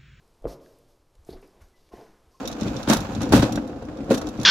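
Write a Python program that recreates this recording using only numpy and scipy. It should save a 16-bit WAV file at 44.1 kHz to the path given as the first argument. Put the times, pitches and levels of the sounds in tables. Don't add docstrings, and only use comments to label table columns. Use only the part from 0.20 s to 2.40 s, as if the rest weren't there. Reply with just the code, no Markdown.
import sys
import numpy as np
from scipy import signal
from scipy.fft import rfft, irfft
from scipy.io import wavfile

SR = 44100
rng = np.random.default_rng(int(sys.argv[2]) if len(sys.argv) > 2 else 0)


def wrap_up_sound(samples):
    columns = np.atleast_2d(samples).T
    tamed = np.clip(columns, -1, 1)
    steps = np.round(tamed * 32767).astype(np.int16)
    wavfile.write(sys.argv[1], SR, steps)


N = 97020
TIME = np.arange(N) / SR
FREQS = np.maximum(np.arange(N // 2 + 1) * SR / N, 1)


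def from_db(db):
    return 10 ** (np.asarray(db) / 20)


def rms_one(x):
    return x / np.sqrt(np.mean(x ** 2) + 1e-20)


def eq_curve(points):
    hz, db = np.transpose(points)
    return from_db(np.interp(np.log(FREQS), np.log(hz), db))


def colour(x, gains):
    return rms_one(irfft(rfft(x) * gains, N))


def damped_ring(start, db, hz, swell, glide_hz_per_s=0):
    t = TIME - start
    age = np.clip(t / swell, 0, 30)
    envelope = from_db(db) * (age * np.exp(1 - age)) ** 2
    return envelope * np.sin(2 * np.pi * (hz + glide_hz_per_s * t / 2) * t)


def grains(per_s, spread_db):
    sizes = from_db(spread_db * np.minimum(rng.exponential(1, N), 4))
    polarity = rng.choice([-1, 1], N)
    return sizes * polarity * (rng.random(N) < per_s / SR)


def rub(start, db, hold, release, attack_s=0.012):
    t = TIME - start
    return from_db(db) * np.clip(t / attack_s, 0, 1) * np.exp(-np.maximum(t - hold, 0) / release)


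def tunnel_air():
    # f/Hz, level/dB
    spectrum = [(20, 6), (45, -1.5), (80, -4), (200, -11.5), (380, -7.5), (650, -13.5), (1050, -15),
                (1800, -25.5), (3200, -26.5), (5300, -27), (7500, -30), (13000, -33)]
    # t/s, level/dB
    ride = [(0, -60.5), (.5, -61), (.87, -65), (1.1, -60), (1.6, -62.5), (2.2, -61)]
    level = from_db(np.interp(TIME, *np.transpose(ride)))
    return level * colour(rng.standard_normal(N), eq_curve(spectrum))


def pebbles(crest_db=4):
    # t/s, rough peak level/dB, f/Hz, width/octaves, decay/s
    ticks = [(.078, -58.5, 7900, 2.7, 0.0011), (0.2223, -53, 9000, 2.4, 0.00077),
             (0.244, -54.5, 3050, 0.28, .004), (0.2547, -47, 2080, 0.17, 0.0013),
             (0.399, -54, 3230, 0.2, 0.0036), (.462, -55, 1680, 0.11, 0.0049),
             (0.46, -58, 3800, 0.69, 0.0023), (.587, -49.5, 10600, 0.58, 0.0012),
             (0.953, -58, 4000, 2.5, 0.0034), (1.0485, -58, 6500, 1.1, 0.0057),
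             (1.094, -48, 3840, .4, 0.0013), (1.127, -52, 4500, 0.19, .003), (1.217, -58, 10000, 1, 0.0025),
             (1.2265, -58, 2350, 0.42, 0.011), (1.275, -52.5, 10100, 1.8, 0.0018),
             (1.417, -57, 9900, 1, 0.0038), (1.486, -60, 5350, 1.7, 0.0013),
             (1.69, -53.5, 1530, 2.5, 0.0022), (1.811, -56, 4400, .4, 0.0048)]
    out = 0
    for start, db, hz, width, decay in ticks:
        t = TIME - start
        fade = (t > 0) * np.exp(-np.minimum(abs(t) / decay, 50))
        resonance = np.exp(-.5 * (np.log2(FREQS / hz) / (width / 2)) ** 2)
        out += from_db(db - crest_db) * fade * colour(rng.standard_normal(N), resonance)
    return out


def boots(edge_swell_cycles=1.02):
    # t/s, peak level/dB, f/Hz, swell/s, edge level re knock/dB, edge f/Hz
    knocks = [(0.2424, -27, 490, 0.0018, -20, 890), (0.2534, -16.5, 501, 0.0019, -19, 1080),
              (.2592, -23.5, 394, 0.0027, -17.5, 1150), (0.2695, -24, 328, 0.001, -10.5, 1086),
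              (1.088, -30, 386.5, 0.0047, -5.5, 640), (1.112, -43, 348, 0.0036, -16, 730),
              (1.1325, -35, 400, 0.0021, -9, 700), (1.2264, -44, 419, .0045, -5.5, 860),
              (1.7295, -42.5, 710, 0.0072, -16, 1060), (1.736, -33, 380, 0.0032, -6.5, 818),
              (1.812, -44.5, 434, 0.011, 2, 850)]
    # t/s, peak level/dB, f/Hz, swell/s
    thumps = [(0.213, -40, 23.3, 0.025), (.245, -33, 48, 0.027), (0.241, -36.5, 128.3, 0.014),
              (.785, -60, 45, 0.017), (0.953, -53, 36, 0.028), (0.986, -49.5, 71, 0.012),
              (1.088, -37, 159, 0.0035), (1.097, -46, 65.8, .024), (1.123, -42, 26, 0.033),
              (1.36, -63, 55.3, 0.011), (1.407, -48, 75.7, 0.016), (1.415, -48.5, 32.2, 0.021),
              (1.724, -47.5, 54, 0.017), (1.733, -48, 207.4, 0.01), (2.064, -54.5, 61.6, .012)]
    out = sum(damped_ring(*thump) for thump in thumps)
    for start, db, hz, swell, edge_db, edge_hz in knocks:
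        body = damped_ring(start, db, hz, swell)
        edge = damped_ring(start, db + edge_db, edge_hz, edge_swell_cycles / edge_hz)
        out += body + edge
    return out


def rubble():
    # t/s, level/dB, hold/s, release/s
    grinds = [(0.217, -56.5, 0.012, .01), (0.261, -45, 0.056, 0.023), (.945, -67.5, 0.01, 0.013),
              (1.058, -58.5, 0.014, 0.0073), (1.11, -53, 0.058, 0.0084), (1.228, -54.5, 0.013, .022),
              (1.328, -62.5, 0.07, .04), (1.705, -56, 0.019, 0.0044), (1.76, -50.5, 0.063, 0.035)]
    # f/Hz, level/dB
    stone_tone = [(50, -42), (130, 3), (250, 2), (400, 3.5), (650, 6), (900, -4), (1300, -17.5),
                  (2200, -21), (6000, -46)]
    # t/s, level/dB, hold/s, release/s
    crunches = [(0.28, -62, 0.031, 0.018), (1.072, -63, 0.066, 0.016), (1.162, -58, 0.0095, 0.018),
                (1.22, -62.5, 0.014, 0.025), (1.362, -66.5, 0.01, 0.022), (1.4, -61.5, 0.022, 0.02),
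                (1.715, -59, 0.059, 0.11)]
    # f/Hz, level/dB
    gravel_tone = [(300, -11), (700, -0.5), (1100, -1.5), (1600, -2.5), (2700, -8.5), (4000, -16.5),
                   (13000, -28)]
    stones = colour(grains(per_s=3000, spread_db=-1.5), eq_curve(stone_tone))
    gravel = colour(grains(per_s=8000, spread_db=1.0), eq_curve(gravel_tone))
    return stones * sum(rub(*row) for row in grinds) + gravel * sum(rub(*row) for row in crunches)


def grit():
    # t/s, level/dB, hold/s, release/s, rasp f/Hz, rasp half-width/octaves, bed gain/dB
    scuffs = [(0.27, -54, 0.064, 0.018, 4820, 0.25, -3), (0.403, -68.5, 0.09, 0.15, 4840, 0.15, -1),
              (0.678, -75, 0.033, 0.049, 6000, .3, 11), (1.058, -64, 0.059, 0.025, 11000, 0.51, -2),
              (1.093, -57.5, 0.014, 0.0093, 4000, 0.27, -29), (1.121, -57.5, 0.014, 0.015, 4160, 0.33, -20),
              (1.186, -71.5, 0.092, 0.074, 5000, 0.25, -5), (1.405, -66.5, 0.019, 0.055, 5570, 0.24, -5),
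              (1.55, -73.5, 0.15, 0.017, 3900, 0.45, -9), (1.717, -66.5, 0.12, 0.088, 4860, 0.4, -5),
              (2.107, -72.5, 0.16, .03, 5140, 0.29, -12)]
    # f/Hz, level/dB
    bed_tone = [(700, 9), (1500, -13), (3000, 5), (6300, 8.5), (7500, 1.5), (10000, 2), (12500, 6),
                (14000, 2.5)]
    sand = grains(per_s=15000, spread_db=2.5)
    bed = eq_curve(bed_tone)
    out = 0
    for start, db, hold, release, hz, width, bed_db in scuffs:
        rasp = np.exp(-.5 * (np.log2(FREQS / hz) / width) ** 4)
        out += rub(start, db, hold, release) * colour(sand, rasp + from_db(bed_db) * bed)
    return out


def drips(swell_s=0.017, sag_hz_per_s=140):
    # t/s, peak level/dB, f/Hz
    drops = [(1.53, -70, 2000), (1.712, -53.5, 1053), (2.136, -58.5, 1063)]
    return sum(damped_ring(start, db, hz, swell_s, -sag_hz_per_s) for start, db, hz in drops)


def echoes(t60_s, delay_s):
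    fade_in = np.clip(2 * TIME / delay_s - 1, 0, 1)
    tail = rng.standard_normal(N) * from_db(-60 * TIME / t60_s) * fade_in
    return rms_one(tail) / np.sqrt(N)


def tunnel(x, near_wall_db=-15):
    # f/Hz, level/dB, t60/s
    tail_bands = [(54, -35, 0.22), (120.6, -7, 0.72), (222, -5.5, 0.96), (447, -14.5, 1.06),
                  (788, -9, 0.75), (1400, -4, 0.75), (2550, -11, 2.3), (4650, -15.5, 0.34),
                  (12300, -35, 0.29)]
    # f/Hz, gain at resonance/dB, t60/s
    wall_modes = [(128, -4.5, 3), (249.6, 3, 1.1), (317, -21, 1.1), (374, 2.5, 0.79), (580, 2, 1.6),
                  (687, -11, 3)]
    response = from_db(near_wall_db) * echoes(t60_s=0.057, delay_s=0.0027)
    log_centres = np.log([hz for hz, _, _ in tail_bands])
    for share, (_, db, t60) in zip(np.eye(len(tail_bands)), tail_bands):
        band = np.sqrt(np.interp(np.log(FREQS), log_centres, share))
        response += from_db(db) * irfft(rfft(echoes(t60, delay_s=0.017)) * band, N)
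    for hz, db, t60 in wall_modes:
        decay_rate = np.log(1000) / t60
        ring = np.exp(-decay_rate * TIME) * np.sin(2 * np.pi * hz * TIME)
        response += from_db(db) * 2 * decay_rate / SR * ring
    return signal.fftconvolve(x, response[:3 * N // 4])[:N]


def scene():
    direct = boots() + rubble() + grit() + pebbles() + drips()
    mix = direct + tunnel(direct) + tunnel_air()
    return np.array([mix, mix])


def record(dry):
    cutoff_hz = 13450
    return signal.sosfiltfilt(signal.ellip(10, .1, 50, cutoff_hz, fs=SR, output="sos"), dry)


dry = scene()
out = record(dry)
wrap_up_sound(out)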